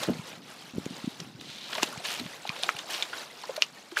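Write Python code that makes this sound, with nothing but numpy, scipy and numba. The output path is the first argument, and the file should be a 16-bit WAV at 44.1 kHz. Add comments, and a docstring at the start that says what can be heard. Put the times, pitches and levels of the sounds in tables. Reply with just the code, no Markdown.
"""Feeding time at a floating fish pen

Heard from the edge: fish snap and thrash, each slap a pressure crack, a ringing air pocket and grainy spray.
Flops are bursts of tiny bubbles, gulps and drops single rising bubbles; pellets slide and patter as ticks.
Waves thump the floats as short pressure pulses, and low grains slosh under them.
Behind it all the churning surface is a cloud of small bubbles over soft noise."""
import sys
import numpy as np
from scipy import signal
from scipy.fft import rfft, irfft
from scipy.io import wavfile
from numba import njit

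SR = 44100
rng = np.random.default_rng(int(sys.argv[2]) if len(sys.argv) > 2 else 0)


def output_pcm(signal):
    """Save a mono or channel-first signal as 16-bit PCM at the path in sys.argv[1].

    Samples are clipped to [-1, 1] before scaling.
    """
    pcm = np.clip(np.atleast_2d(signal).T, -1, 1) * 32767
    wavfile.write(sys.argv[1], SR, np.round(pcm).astype(np.int16))


N = 176400  # four seconds

# Spectra: f/Hz, level/dB (per Hz, relative within each table)
# fish slaps: t/s, crack level/dB, air pocket level/dB, pocket f/Hz, spray level/dB
SLAPS = [(0.0345, -17, -21, 3620, -29.5), (1.8317, -7, -15, 2780, -23), (2.4932, -13.5, -20.5, 2390, -46),
         (2.6344, -18, -12, 3710, -28), (2.6914, -7, -18, 1304, -37), (3.0243, -31, -11, 3550, -59),
         (3.6226, -1, -7.5, 2780, -35), (3.977, -34, -21, 2920, -30.5)]
# spectrum of thrown spray: f/Hz, level/dB
SPRAY_SPECTRUM = [(150, -34), (400, -1.5), (3200, 3), (8000, -7.5), (15000, -17)]
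# wet flops of fins and tails: t/s, level/dB, middle f/Hz
FLOPS = [(1.7310, -27.5, 1700), (1.753, -27.5, 2200), (1.782, -28, 1410), (1.840, -31, 1700),
         (1.976, -38, 3300), (2.053, -25.5, 2030), (2.264, -33, 1300), (2.564, -34, 1200),
         (2.643, -32, 2400), (2.79, -30, 3200), (3.028, -26.5, 3140), (3.917, -39, 2400)]
# gulps and large bubbles: t/s, level/dB, f/Hz
GULPS = [(.091, -32.5, 620), (1.78, -27.5, 637), (1.798, -29, 1140), (1.828, -24, 870), (2.451, -30, 770),
         (2.501, -30.5, 1090), (2.636, -29.5, 690), (3.1318, -26, 1490), (3.438, -28.5, 940),
         (3.493, -23.5, 510), (3.577, -27, 596), (3.919, -38, 332), (3.9695, -14.5, 1510)]
# single drops and small snaps: t/s, level/dB, f/Hz
DROPS = [(.8575, -30, 6500), (1.203, -24.5, 5400), (1.412, -30.5, 3600), (2.1988, -22, 3800),
         (2.4749, -24.5, 3630), (2.7668, -25, 2720), (3.5658, -22.5, 4100), (3.640, -29, 5550)]
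# pellets shifting and sliding in the scoop: t/s, length/s, level/dB
SLIDES = [(.85, 0.071, -45), (.98, 0.078, -43.5), (1.07, 0.059, -45), (1.39, 0.3, -45),
          (2.52, 0.095, -42.5)]
# spectrum of sliding pellets: f/Hz, level/dB
SLIDE_SPECTRUM = [(1500, -11), (3000, 0.5), (3900, 4), (5000, -5), (12000, -23)]
# showers of pellets and thrown water landing: t/s, length/s, level/dB
SHOWERS = [(-.03, 0.15, -55.5), (1.68, 0.11, -43), (2.03, 0.12, -36), (2.885, 0.081, -36),
           (3.962, .06, -32)]
# spectrum of the showers: f/Hz, level/dB
SHOWER_SPECTRUM = [(120, -59), (200, -45), (321, -15), (630, -6.5), (1400, -6), (1950, -6.5), (2850, -1),
                   (15500, -21.5)]
# hollow thumps of waves under the floats, and at 1.833 s the low body of a fish's gulp: t/s, level/dB, f/Hz,
# half-width/cycles
THUMPS = [(0.0875, -17, 340, 0.37), (0.0965, -16.5, 332, 0.28), (0.1033, -22, 226, 2),
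          (0.196, -30, 152, 0.63), (0.7831, -17.5, 208, 0.29), (0.8645, -23, 251, 0.29),
          (1.044, -25.5, 233, 0.52), (1.078, -20, 230, 0.72), (1.222, -36.5, 159, 1.8),
          (1.353, -38.5, 152, 0.74), (1.833, -22, 323, 0.76), (1.978, -34, 142, 0.43),
          (2.215, -33.5, 263, 1.9), (2.260, -33, 182, 0.61), (2.497, -32, 161, 0.53),
          (2.752, -42.5, 140, 0.64)]
# sloshes under the floats: t/s, length/s, level/dB
SLOSHES = [(.078, 0.041, -31), (.735, 0.051, -41.5), (.905, 0.015, -40), (1.195, 0.0077, -43),
           (2.195, 0.029, -41.5)]
# spectrum of sloshing and lapping: f/Hz, level/dB
SLOSH_SPECTRUM = [(40, -19.5), (150, 0), (260, 1), (450, -11.5), (2500, -26.5)]
# churning of the surface: t/s, level/dB
CHURN = [(0, -37), (.2, -46.5), (.45, -49.5), (.75, -51.5), (1.02, -45.5), (1.34, -54), (1.6, -51),
         (1.75, -40), (2.3, -46), (2.40, -48.5), (2.58, -42.5), (3.15, -43.5), (3.35, -48), (3.55, -45),
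         (3.70, -49), (4.0, -50.5)]
# spectrum of the churning surface: f/Hz, level/dB
WATER_SPECTRUM = [(190, -19), (330, -4.5), (660, -2.5), (1180, -4.5), (1800, -5.5), (2950, -4.5),
                  (4010, -4.5), (15500, -25)]

# Slaps: crack pitch is a ratio to the pocket's; the splat is the water sheet tearing, relative to the crack
CRACK_RATIO, CRACK_HALF_WIDTH_CYCLES = 1.374, 0.51
POCKET_CYCLES, POCKET_RISE, POCKET_SWELL_CYCLES = 19.4, 0.013, 0.65
SPLAT_DB, SPLAT_DECAY_S = -30.5, 0.0075
SPRAY_DECAY_S, SPRAY_LEAD_S = 0.0058, 0.0061
# Flops, gulps and drops: froth and drop spray are relative to their bubble
FLOP_OCTAVES, FLOP_DECAY_S, FLOP_LEAD_S = 1.44, 0.004, 0.002
GULP_CYCLES, GULP_SWELL_CYCLES = 10.5, 3.5
BUBBLE_RISE = 0.11  # fractional rise in pitch, shared by gulps and bubble clouds
FROTH_DB, FROTH_DECAY_S, FROTH_OCTAVES = -11.5, 0.0074, 0.84
DROP_CYCLES, DROP_SPRAY_DB = 16, -10
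# Pellets: bubbles are relative to the ticks
SLIDE_ATTACK_S, SLIDE_RELEASE_S = 0.11, 0.0078
SHOWER_ATTACK_S, SHOWER_RELEASE_S, SHOWER_SCATTER_DB = 0.027, 0.058, 2.5
SHOWER_BUBBLE_DB, SHOWER_BUBBLE_CYCLES = -15, 22
CLUMP_DB = 1.26  # unevenness of the pellets' flow
# Floats: the ring is relative to the thump
THUMP_RING_DB, THUMP_RING_CYCLES = -18.5, 5
SLOSH_ATTACK_S, SLOSH_RELEASE_S = 0.0024, 0.029
LAPPING_START_DB, LAPPING_FADE_DB_PER_S = -50.5, 3
# Surface: wash is relative to the fizz of bubbles, babble to the water at the strongest churn
FIZZ_CYCLES, FIZZ_SCATTER_DB, WASH_DB = 54, 2.8, -0.5
BABBLE_DB, BABBLE_CYCLES, BABBLE_SCATTER_DB = -2.5, 31, 2
FLICKER_DB = 2  # spread of the random level changes in lapping and surface
# Space and microphone
ECHO_DB, ECHO_DECAY_S = -12, 0.011
LOW_CUT_HZ, TOP_HZ = 105, 15550


def undb(db):
    """Turn decibels into gain."""
    return 10 ** (np.asarray(db) / 20)


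def unit(x):
    """Scale to rms 1."""
    return x / np.sqrt(np.mean(x ** 2))


def colour(x, points):
    """Filter a sound by a curve of (Hz, dB) points, drawn over log frequency, at rms 1."""
    hz, db = np.array(points, float).T
    f = np.maximum(np.arange(N // 2 + 1) * SR / N, 1)
    curve_db = np.interp(np.log(f), np.log(np.maximum(hz, 1)), db)
    return unit(irfft(rfft(x) * undb(curve_db), N))


def around(x, hz, octaves):
    """Band-pass a sound some octaves either side of a pitch, at rms 1."""
    edges = [hz / 2 ** octaves, min(hz * 2 ** octaves, SR / 3)]
    band = signal.butter(2, edges, "band", fs=SR, output="sos")
    return unit(signal.sosfilt(band, x))


def add(out, start, sound):
    """Mix a sound in at a time in seconds, trimming whatever falls outside the scene."""
    i = int(start * SR)
    part = sound[max(-i, 0):max(N - i, 0)]
    out[max(i, 0):max(i, 0) + len(part)] += part


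def walk(rate):
    """Wander at random between new values, rate of them a second, at rms 1."""
    steps = rng.standard_normal(1024)
    return unit(np.interp(np.arange(N) / SR * rate, np.arange(1024), steps))


def swells(rows, attack, release):
    """Sum envelopes that each rise toward a level and start to die away after their length."""
    t = np.arange(N) / SR
    total = np.zeros(N)
    for start, length, db in rows:
        rise = np.clip((t - start) / attack, 0, 1)
        fall = np.exp(-np.maximum(t - start - length, 0) / release)
        total += undb(db) * rise * fall
    return total


@njit
def ring(start, hz, cycles, size, rise, n):
    """Sum many small sines, each dying by 60 dB over its cycles while its pitch glides up by rise."""
    out = np.zeros(n)
    for k in range(len(start)):
        life, phase = cycles[k] * SR / hz[k], 0.
        for j in range(min(int(life), n - start[k])):
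            phase += 2 * np.pi * hz[k] / SR * (1 + rise * j / life)
            out[start[k] + j] += size[k] * np.exp(-6.9 * j / life) * np.sin(phase)
    return out


def grains(low_hz, high_hz, cycles, scatter_db, rise, count):
    """Scatter bubbles or ticks of random time, pitch, life and size; gain follows pitch for an even spectrum."""
    when, pitch, life, size = rng.random((count, 4)).T
    hz = low_hz * (min(high_hz, SR / 3) / low_hz) ** pitch
    size_db = -scatter_db * np.log(np.maximum(size, 1 / 200))  # few large, many small
    gain = undb(size_db) * hz / high_hz
    starts = (when * N).astype(np.int64)
    return unit(ring(starts, hz, cycles * (.5 + life), gain, float(rise), N))


def bubble(hz, cycles, rise, swell):
    """Ring one air pocket: it swells, glides up by rise and dies by 60 dB over its cycles; envelope peak 1."""
    turns = np.arange(N // 20) / SR * hz
    env = (1 - np.exp(-(turns / swell) ** 2)) * np.exp(-np.log(1000) * turns / cycles)
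    glide = 1 + rise * np.minimum(turns / cycles, 2) / 2
    return env / env.max() * np.sin(2 * np.pi * turns * glide)


def add_push(out, s, db, hz, cycles):
    """Mix in a brief push then pull of pressure, a sine under a bell-shaped envelope centred on s."""
    turns = hz * np.arange(-SR // 50, SR // 50) / SR
    push = np.sin(2 * np.pi * turns) * np.exp(-(turns / cycles) ** 2)
    add(out, s - 1 / 50, -undb(db) * push / push.max())


def add_spray(out, spray, s, db, decay, lead):
    """Mix in a random stretch of grains that builds up to s, as the surface breaks, and dies away after."""
    t = np.arange(-SR // 50, SR // 10) / SR
    env = np.exp(np.minimum(t / lead, -t / decay))
    stretch = np.roll(spray, -rng.integers(N))[:len(t)]
    add(out, s + t[0], undb(db) * env * stretch)


def add_slaps(out, spray):
    """Each slap cracks the surface, traps a ringing air pocket, tears the water sheet and throws spray."""
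    for s, crack_db, pocket_db, hz, spray_db in SLAPS:
        add_push(out, s, crack_db, hz * CRACK_RATIO, CRACK_HALF_WIDTH_CYCLES)
        pocket = bubble(hz, POCKET_CYCLES, POCKET_RISE, POCKET_SWELL_CYCLES)
        add(out, s, -undb(pocket_db) * pocket)
        add_spray(out, spray, s, crack_db + SPLAT_DB, SPLAT_DECAY_S, SPLAT_DECAY_S / 10)
        add_spray(out, spray, s, spray_db, SPRAY_DECAY_S, SPRAY_LEAD_S)


def add_flops(out, spray):
    """Fins and tails flop wetly, each a burst of small bubbles around one pitch."""
    for s, db, hz in FLOPS:
        add_spray(out, around(spray, hz, FLOP_OCTAVES), s, db, FLOP_DECAY_S, FLOP_LEAD_S)


def add_gulps(out, spray):
    """Mouths gulp: one slowly swelling, rising bubble amid a froth of others near its pitch."""
    for s, db, hz in GULPS:
        add(out, s, undb(db) * bubble(hz, GULP_CYCLES, BUBBLE_RISE, GULP_SWELL_CYCLES))
        froth = around(spray, hz, FROTH_OCTAVES)
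        add_spray(out, froth, s + 2 / hz, db + FROTH_DB, FROTH_DECAY_S, FLOP_LEAD_S * 2)


def add_drops(out, spray):
    """Drops and small snaps each ring one high bubble with a short puff of spray."""
    for s, db, hz in DROPS:
        add(out, s, undb(db) * bubble(hz, DROP_CYCLES, rise=0.16, swell=0.96))
        add_spray(out, spray, s, db + DROP_SPRAY_DB, SPRAY_DECAY_S / 2, SPRAY_LEAD_S / 2)


def fish():
    """Slaps, flops, gulps and drops, all drawing their spray from one cloud of bubble grains."""
    out = np.zeros(N)
    spray = colour(grains(390, 17800, 16.7, scatter_db=2.5, rise=0.23, count=30000), SPRAY_SPECTRUM)
    add_slaps(out, spray)
    add_flops(out, spray)
    add_gulps(out, spray)
    add_drops(out, spray)
    return out


def pellets():
    """Dry pellets rustle as short ticks, then patter on the water in clumps, some trapping a bubble."""
    rustle = colour(grains(1120, 12000, 3.5, scatter_db=2.4, rise=0, count=16000), SLIDE_SPECTRUM)
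    slide = rustle * swells(SLIDES, SLIDE_ATTACK_S, SLIDE_RELEASE_S)
    ticks = grains(344, 15000, 6.9, SHOWER_SCATTER_DB, rise=0, count=18000)
    bubbles = grains(516, 5630, SHOWER_BUBBLE_CYCLES, SHOWER_SCATTER_DB, BUBBLE_RISE, count=1800)
    patter = colour(ticks + undb(SHOWER_BUBBLE_DB) * bubbles, SHOWER_SPECTRUM)
    shower = patter * swells(SHOWERS, SHOWER_ATTACK_S, SHOWER_RELEASE_S)
    clumps = undb(CLUMP_DB * walk(60))
    return (slide + shower) * clumps


def floats():
    """Waves lap and slosh under the floats as low bubbles, and thump them with a pulse and a short hollow ring;
    one such thump is the low body of a fish's gulp."""
    calming_db = LAPPING_START_DB - LAPPING_FADE_DB_PER_S * np.arange(N) / SR
    lapping = undb(calming_db + FLICKER_DB * walk(6.9))
    level = swells(SLOSHES, SLOSH_ATTACK_S, SLOSH_RELEASE_S) + lapping
    out = colour(grains(57.0, 1740, 5.5, scatter_db=2.1, rise=0.17, count=2500), SLOSH_SPECTRUM) * level
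    for s, db, hz, cycles in THUMPS:
        add_push(out, s, db, hz, cycles)
        hollow = bubble(hz, THUMP_RING_CYCLES, rise=0, swell=0.8)
        add(out, s, -undb(db + THUMP_RING_DB) * hollow)
    return out


def surface():
    """Small bubbles fizz over a soft noise wash, with a mid-pitched babble that gains as the churn grows."""
    fizz = grains(150.0, 13400, FIZZ_CYCLES, FIZZ_SCATTER_DB, BUBBLE_RISE, count=12000)
    wash = undb(WASH_DB) * rng.standard_normal(N)
    water = colour(fizz + wash, WATER_SPECTRUM) * undb(FLICKER_DB * walk(21.76))
    babble = grains(454, 1520, BABBLE_CYCLES, BABBLE_SCATTER_DB, BUBBLE_RISE, count=320)
    churn = undb(np.interp(np.arange(N) / SR, *np.array(CHURN).T))
    return (water + undb(BABBLE_DB) * babble * churn / churn.max()) * churn


def frame_echoes(near):
    """The pen's frame returns faint, short echoes: a convolution with a quickly fading noise tail."""
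    t = np.arange(N // 20) / SR
    tail = rng.standard_normal(len(t)) * np.exp(-t / ECHO_DECAY_S) * (1 - np.exp(-t / 0.0022))
    return undb(ECHO_DB) * signal.fftconvolve(near, tail / np.linalg.norm(tail))[:N]


def scene():
    """Mix all sources in the open air; only fish and pellets echo."""
    near = fish() + pellets()
    return (near + frame_echoes(near) + floats() + surface())[None]


def record(dry):
    """A small microphone thins the bass and cuts the top steeply."""
    thin = signal.sosfilt(signal.butter(2, LOW_CUT_HZ, "high", fs=SR, output="sos"), dry)
    return signal.sosfilt(signal.ellip(10, .2, 70, TOP_HZ, fs=SR, output="sos"), thin)


dry = scene()
out = record(dry)
output_pcm(out)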